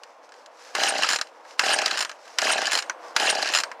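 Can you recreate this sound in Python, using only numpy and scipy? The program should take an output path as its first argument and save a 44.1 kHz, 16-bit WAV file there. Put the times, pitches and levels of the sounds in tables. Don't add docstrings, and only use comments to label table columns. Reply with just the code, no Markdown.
import sys
import numpy as np
from scipy import signal
from scipy.fft import rfft, irfft
from scipy.io import wavfile
from scipy.ndimage import uniform_filter1d

SR = 44100
rng = np.random.default_rng(int(sys.argv[2]) if len(sys.argv) > 2 else 0)


def transcribe(u):
    v = np.clip(np.atleast_2d(u).T, -1, 1)
    q = np.round(v * 32767).astype(np.int16)
    wavfile.write(sys.argv[1], SR, q)


def gain_from_decibels(decibels):
    exponent = np.asarray(decibels, float) / 20
    return 10 ** exponent


N = 167580


def read(points, hz):
    f, value = np.transpose(points)
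    return np.interp(np.log(hz + 1), np.log(f + 1), value)


def evened(x):
    return x / np.sqrt(np.mean(x ** 2) + 1e-20)


def drift(shape, passes):
    noise = rng.standard_normal(shape)
    for size, axis in passes:
        noise = uniform_filter1d(noise, size=size, axis=axis)
    return evened(noise)


def colour(x, points, lifts=()):
    hz = np.fft.rfftfreq(len(x), 1 / SR)
    resonances = sum(lift / (1 + ((hz - f) / width * 2) ** 2) for f, width, lift in lifts)
    below = hz < points[0][0] * .5
    db = read(points, hz) + resonances - 60 * below
    return irfft(rfft(x) * gain_from_decibels(db), len(x))


def add(mix, s, sound):
    part = mix[round(s * SR):][:len(sound)]
    part += sound[:len(part)]


def ring(modes, spread_db, detune, rise_s, scatter=1):
    t = np.arange(4500) / SR
    tones = np.zeros(len(t))
    for hz, t60, db in modes:
        louder, sharper, phase = rng.standard_normal(3)
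        fade = gain_from_decibels(db + spread_db * louder - 60 * t / max(t60, .003))
        tones += fade * np.sin(2 * np.pi * hz * (1 + detune * sharper) * t + scatter * phase)
    return tones * (1 - np.exp(-t / max(rise_s, 1e-5)))


# (first puff [s], stretch of the turns [ratio], extra drag [1/s],
# ninth puff [dB], tenth puff [dB])
YANKS = [
    (.786, 1.06, .12, -8, -14),
    (1.636, 1, 0, 0, 0),
    (2.425, 1.01, .28, -3, -3),
    (3.204, .972, 0, 5, -5),
]
# (time after the first [s], puff level [dB])
PISTON_TURNS = [(0, -16), (.029, -16), (.055, -17), (.079, -18.5), (.102, -20), (.127, -16), (.156, -16.5),
                (.188, -17.5), (.233, -22), (.285, -28)]


def turn_times(first, stretch, drag):
    s = np.array(PISTON_TURNS)[:, 0]
    return first + s * (stretch + drag * s)


# (frequency [Hz], t60 [s], level [dB])
MUFFLER_MODES = [(760, 0.05, 0), (660, 0.05, -3), (420, 0.04, -9), (313, 0.04, -15)]
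PUFF_RISE_S, PORT_OPEN_S = .002, .0095


def puff(spread_db, detune, scatter):
    tone = ring(MUFFLER_MODES, spread_db, detune, PUFF_RISE_S, scatter)
    t = np.arange(len(tone)) / SR
    return tone * np.exp(-(t / PORT_OPEN_S) ** 3)


# (frequency [Hz], t60 [s], level [dB])
INTAKE_MODES = [(1604, 0.013, 1), (1513, 0.0083, -10.5)]
PUFF_DB, BACK_PUFF_DB, INTAKE_DB = 1.5, -8, -3.5
BACK_PUFF_AT = .5


def piston():
    out = np.zeros(N)
    for first, stretch, drag, ninth_db, tenth_db in YANKS:
        forward = turn_times(first, stretch, drag)
        back = forward + BACK_PUFF_AT * np.gradient(forward)
        level = np.array(PISTON_TURNS)[:, 1] + PUFF_DB
        level[-2:] += ninth_db, tenth_db
        for s, back_s, db in zip(forward, back, level):
            add(out, s - .001, gain_from_decibels(db) * puff(1, .015, 0))
            add(out, back_s, gain_from_decibels(db + BACK_PUFF_DB) * puff(2, .05, 1))
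            add(out, back_s, gain_from_decibels(db + INTAKE_DB) * ring(INTAKE_MODES, 4, .03, .0015))
    return out


GRIT_PER_S, GRIT_DB = 1800, 3


def grit():
    out, t = np.zeros(N), np.arange(400) / SR
    for hz in np.geomspace(600, 13000, num=16):
        hits = rng.random(N) < GRIT_PER_S / SR * hz / 6e4
        size = hits * gain_from_decibels(GRIT_DB * np.minimum(rng.exponential(1, N), 3))
        scrape = np.sin(2 * np.pi * hz * t) * t * np.exp(-t * hz / 1.68)
        out += evened(signal.oaconvolve(size, scrape)[:N]) * np.sqrt(hz)
    return evened(out)


# (frequency [Hz], density [dB per Hz])
WHIRR_SPECTRUM = [(88, -67), (150, -15.5), (774, 0), (998, -5.5), (1630, -7), (3550, -12.5), (6770, -11),
                  (11000, -25.5), (16000, -46)]
# (frequency [Hz], width [Hz], lift [dB])
HOUSING_LIFTS = [(1670, 400, 8), (2815, 740, 10), (4092, 98, 11), (4990, 1000, 6), (6640, 760, 0)]
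# (pawls catch [s], rope end [s], rewind start [s], rewind end [s])
YANK_STAGES = [
    (.75, .885, 1.085, 1.17),
    (1.593, 1.731, 1.972, 2.04),
    (2.385, 2.515, 2.712, 2.803),
    (3.163, 3.298, 3.52, 3.62),
]
# (yank [dB], coast start [dB], coast end [dB], rewind [dB], settling [dB])
YANK_EFFORT = [
    (-22.5, -31.5, -24.5, -29, -45),
    (-21.5, -29, -30, -34, -44.5),
    (-22, -29.5, -27.5, -30.5, -44.5),
    (-21.5, -30, -28.5, -32.5, -50),
]
WHIRR_DB, GRIT_SHARE, PATCH_DB = -.5, .4, 3
REACH_S, REACH_DB = .018, -18.5
SLACK_DB, TAKE_UP_S, YANK_RISE_DB, SETTLE_S = -9, .042, 3, .13
THROB_DB, THROB_LAG = 1, .96
PUMP_DB, PUMP_DIP_DB = 4, -6
COAST_DULL_DB, REWIND_BRIGHT_DB = -4.5, 1.5


def whirr():
    rub = GRIT_SHARE * grit() + (1 - GRIT_SHARE) * rng.standard_normal(N)
    drive = evened(colour(rub, WHIRR_SPECTRUM, HOUSING_LIFTS))
    hz, t, z = signal.stft(drive, SR, nperseg=256, noverlap=192)
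    db, treble, pump = np.full(len(t), -120.), np.zeros(len(t)), np.zeros(len(t))
    for stage, effort, pull in zip(YANK_STAGES, YANK_EFFORT, YANKS):
        catch, end, rewind, stop = stage
        yank, coast_start, coast_end, back, rest = effort
        taut = catch + TAKE_UP_S
        s = [catch - REACH_S, catch - .001, catch, taut, taut + .0034, end + .0087,
             end + .02, rewind - .015, rewind, stop - .008, stop + .0042, stop + SETTLE_S]
        level = [yank + 2 * REACH_DB, yank + REACH_DB, yank + SLACK_DB, yank + SLACK_DB,
                 yank - YANK_RISE_DB, yank, coast_start, coast_end, back, back, rest, rest - 14]
        on = (t > s[0]) & (t < s[-1])
        coast = (t > end + .025) & (t < rewind)
        turns = np.interp(t, turn_times(*pull[:3]), np.arange(len(PISTON_TURNS)), np.nan, np.nan)
        throb = np.nan_to_num(np.cos(2 * np.pi * (turns - THROB_LAG)))
        throb *= THROB_DB * (.33 + 1.75 * coast)
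        pump += np.nan_to_num(PUMP_DIP_DB + PUMP_DB * np.cos(4 * np.pi * (turns - .15)))
        db[on] = (np.interp(t, s, level) + throb)[on]
        treble += COAST_DULL_DB * coast + REWIND_BRIGHT_DB * ((t >= rewind) & on)
    octaves = np.clip(np.log2(hz[:, None] / 5000 + 1e-3), 0, 2)
    patches = PATCH_DB * drift(z.shape, [(5, 0), (5, 1)])
    field = db + WHIRR_DB + treble * octaves + patches + pump * (hz[:, None] < 950)
    return signal.istft(z * gain_from_decibels(field), SR, nperseg=256, noverlap=192)[1][:N]


# (time [s], peak level [dB])
RATCHET_TEETH = [(1.0885, -10), (1.101, -12), (1.111, -14), (1.122, -15), (1.1314, -12.5), (1.143, -17),
                 (1.1597, -14), (1.9727, -15.5), (1.979, -17), (1.9901, -13.5), (2.0056, -13),
                 (2.009, -13.5), (2.0244, -15.5), (2.711, -18), (2.7181, -11), (2.7307, -10), (2.741, -15),
                 (2.7517, -10.5), (2.761, -20), (2.7742, -13), (2.7875, -13), (2.799, -26), (3.516, -40),
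                 (3.5246, -21), (3.5368, -9.5), (3.5487, -9), (3.557, -12.5), (3.563, -14), (3.5724, -12),
                 (3.586, -11), (3.6009, -13.5)]


def teeth():
    return [(s, db - 1.5, -8) for s, db in RATCHET_TEETH]


# (time [s], peak level [dB], low body [dB])
FIRST_KNOCKS = [(0.7502, -11, -4.5), (0.763, -28, 6), (0.781, -19.5, -18), (0.834, -8, -10.5),
                (0.9043, -20.5, 0), (0.982, -16.5, -31), (1.0222, -12.5, -6.5), (1.0323, -12.5, -6.5),
                (1.044, -24, 7), (1.1868, -20, -3.5), (1.2122, -11.5, -9), (1.27, -37.5, -16)]
SECOND_KNOCKS = [(1.5932, -5, -8), (1.6107, -28, 8), (1.64, -31, 7), (1.7869, -10.5, -34),
                 (1.8165, -15.5, -7), (1.859, -7, -11), (1.878, -17, -10), (1.91, -14.5, -7.5),
                 (1.93, -22, -10), (2.048, -17, -5.5), (2.0944, -23, -6), (2.114, -31, 0)]
THIRD_KNOCKS = [(2.3849, -4.5, -10), (2.4171, -12, -17), (2.502, -16, -13), (2.5327, -15, -1),
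                (2.5798, -16, -4), (2.617, -17, -3.5), (2.6552, -17, -20), (2.6686, -12.5, -31),
                (2.823, -19.5, -5.5), (2.8964, -19.5, 1.5)]
LAST_KNOCKS = [(3.1631, -4.5, -6.5), (3.1977, -11.5, -7.5), (3.2991, -11.5, -12.5), (3.3505, -15.5, -25),
               (3.419, -19, -19), (3.4249, -12.5, -17), (3.4576, -20, -6), (3.4727, -17.5, -12),
               (3.4883, -16.5, -18), (3.6351, -14.5, -8), (3.715, -30, 3)]
# (time [s], peak level [dB], low body [dB])
GLOVE_TICKS = [(0.0336, -31, -11.5), (0.2906, -42, -8), (0.34, -41.5, -11), (0.32, -39, -4),
               (0.46, -34.5, -19), (1.45, -44, 3), (1.508, -35, -23), (2.254, -45, -19), (3.032, -53, -13),
               (2.278, -36.5, -31)]
# (frequency [Hz], density [dB per Hz])
CRACK_SPECTRUM = [(1180, -2.5), (2000, -1.5), (3140, -1.5), (4530, 1), (6940, 1), (8260, -7.5),
                  (13500, -24.5), (16000, -42)]
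# (frequency [Hz], t60 [s], level [dB])
PAWL_MODES = [(3063, .03, -3), (4200, .06, -3), (5240, .025, -1), (7100, .06, -3), (7450, .05, -5),
              (8550, .3, -24), (9150, .06, -16), (10100, .03, -10), (13050, .07, -24), (15500, .04, -29)]
KNOCK_DB, KNOCK_RISE_S = -7, .0011
CRACK_T60, TOOTH_LINGER = .03, 1.44
SNAP_DB, SNAP_T60, RATTLE_DB, RATTLE_T60, BODY_DB, BODY_T60 = -7.5, .012, -12, .023, 4, .058
PAWL_PULL_DB, PAWL_REWIND_DB, PAWL_SPREAD_DB = -19, -6, 3


def knocks():
    out, t = np.zeros(N), np.arange(2500) / SR
    body_spectrum = [(500, -12), (1000, 4.0), (1650, 7.0), (2500, -2.5), (4000, -40)]
    blows = FIRST_KNOCKS + SECOND_KNOCKS + THIRD_KNOCKS + LAST_KNOCKS + GLOVE_TICKS + teeth()
    for s, db, low_db in blows:
        rewinding = any(start < s < stop for _, _, start, stop in YANK_STAGES)
        linger = TOOTH_LINGER if rewinding else 1
        fade = gain_from_decibels(-60 * t / CRACK_T60 / linger)
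        fade += gain_from_decibels(SNAP_DB - 60 * t / SNAP_T60)
        fade += gain_from_decibels(RATTLE_DB - 60 * t / RATTLE_T60)
        crack = fade * evened(colour(rng.standard_normal(len(t)), CRACK_SPECTRUM, HOUSING_LIFTS))
        body = evened(colour(rng.standard_normal(len(t)), body_spectrum))
        body *= gain_from_decibels(low_db + BODY_DB - 60 * t / BODY_T60)
        rise = np.minimum(t / KNOCK_RISE_S, 1) ** 2
        add(out, s, gain_from_decibels(db + KNOCK_DB) * (crack + body) * rise)
        pawl_db = PAWL_REWIND_DB if rewinding else PAWL_PULL_DB
        pawls = ring(PAWL_MODES, PAWL_SPREAD_DB, .00504, .00027)
        add(out, s, gain_from_decibels(db + KNOCK_DB + pawl_db) * pawls)
    return out


# (time [s], frequency [Hz], level [dB])
LOOSE_PARTS = [(0.836, 2920, -12.5), (1.111, 1630, -15), (1.861, 4720, -10), (1.913, 4160, -13),
               (2.094, 6600, -37), (2.116, 6000, -34), (2.469, 1630, -10), (2.897, 6000, -17.5),
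               (3.428, 4200, -16), (3.549, 5100, -13), (3.557, 2930, -12), (3.573, 5100, -20),
               (3.635, 5240, -15.5)]
CLINK_T60, CLINK_RISE_S = .014, .00033


def clinks():
    out = np.zeros(N)
    for s, hz, db in LOOSE_PARTS:
        pair = [(hz, CLINK_T60, db), (hz * 1.06, CLINK_T60, db - 5)]
        add(out, s, ring(pair, 0, 0, CLINK_RISE_S))
    return out


# (frequency [Hz], t60 [s], level [dB])
SPRING_MODES = [(8470, 0.077, -9.5), (9000, 0.016, 2.5), (9670, 0.019, -7), (3800, 0.049, -13),
                (6770, 0.014, -2)]
PING_DB, PING_S = -22.5, .013


def rope_end():
    out = np.zeros(N)
    for _, end, _, _ in YANK_STAGES:
        for late in np.linspace(0, PING_S, num=5):
            add(out, end + late, gain_from_decibels(PING_DB) * ring(SPRING_MODES, 1.6, .019, .00046))
    return out


ECHO_T60 = .11


def echoes(x):
    t = np.arange(6000) / SR
    signs = rng.choice([-1., 1.], len(t))
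    present = (rng.random(len(t)) < .045) * (t > .003)
    taps = signs * present * gain_from_decibels(-60 * t / ECHO_T60)
    return signal.oaconvolve(x, taps / np.linalg.norm(taps))[:N]


# (frequency [Hz], density [dB per Hz])
TRAFFIC_SPECTRUM = [(15, -117), (25, -101), (317, -18.5), (416, -18.5), (489, -6), (545, -8), (1020, -8.5),
                    (1260, -15), (16000, -58.5)]
# (time [s], level [dB])
TRAFFIC_LEVEL = [
    (0, -49),
    (.7, -49),
    (1.4, -47.5),
    (2.2, -47),
    (3.0, -40.5),
    (3.8, -42.5),
]
# (frequency [Hz], density [dB per Hz])
JACKET_SPECTRUM = [(880, -21), (1500, -4), (3410, -13), (5440, -7.5), (11300, -28.5), (14600, -39),
                   (16000, -61)]
# (centre [s], half width [s], level [dB])
ARM_MOVES = [(.08, 0.11, -62.5), (.25, 0.023, -59), (.38, 0.079, -58.5), (0.661, 0.096, -49),
             (1.36, 0.088, -63.5), (1.512, 0.05, -50.5), (2.302, 0.11, -51), (2.85, 0.041, -69),
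             (3.073, 0.061, -51), (3.79, 0.045, -75)]
TRAFFIC_PATCH_DB = 1


def yard():
    t = np.arange(N) / SR
    s, level = np.transpose(TRAFFIC_LEVEL)
    swell = drift(N, [(900, 0), (900, 0)])
    z = signal.stft(colour(rng.standard_normal(N), TRAFFIC_SPECTRUM), nperseg=1024)[2]
    patches = drift(z.shape, [(4, 0), (10, 1)])
    far = evened(signal.istft(z * gain_from_decibels(TRAFFIC_PATCH_DB * patches), nperseg=1024)[1][:N])
    far *= gain_from_decibels(np.interp(t, s, level) - 1.5 + 1.04 * swell)
    moves = sum(gain_from_decibels(db) * np.exp(-((t - c) / w) ** 2) for c, w, db in ARM_MOVES)
    roughness = np.repeat(rng.standard_normal(N // 40 + 1), repeats=40)[:N]
    fibres = rng.standard_normal(N) * gain_from_decibels(2.5 * roughness)
    return far + moves * evened(colour(fibres, JACKET_SPECTRUM))


# (frequency [Hz], side minus mid [dB])
WIDTH_SPECTRUM = [(60, -14), (200, -36.5), (600, -40.5), (1700, -36), (5000, -28), (8500, -28),
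                  (12000, -32.5)]
ECHO_DB, SIDE_DB, LOW_CUT_HZ = -17.5, 2.5, 205


def scene():
    saw = piston() + whirr() + knocks() + clinks() + rope_end()
    saw = signal.sosfilt(signal.butter(2, LOW_CUT_HZ, "high", fs=SR, output="sos"), saw)
    mid = saw + gain_from_decibels(ECHO_DB) * echoes(saw) + yard()
    spread = np.roll(saw, shift=9) - .067 * np.roll(saw, shift=31)
    side = gain_from_decibels(SIDE_DB) * colour(spread + gain_from_decibels(11.5) * yard(), WIDTH_SPECTRUM)
    return np.array([mid + side, mid - side])


def band_limit(x):
    return signal.sosfilt(signal.butter(12, 16800, fs=SR, output="sos"), x)


def record(dry):
    edge = signal.firwin(255, 16400, window=("kaiser", 9), fs=SR)[None]
    mix = signal.oaconvolve(np.clip(dry, -.99, .99), edge, "same")
    return band_limit(mix)


dry = scene()
out = record(dry)
transcribe(out)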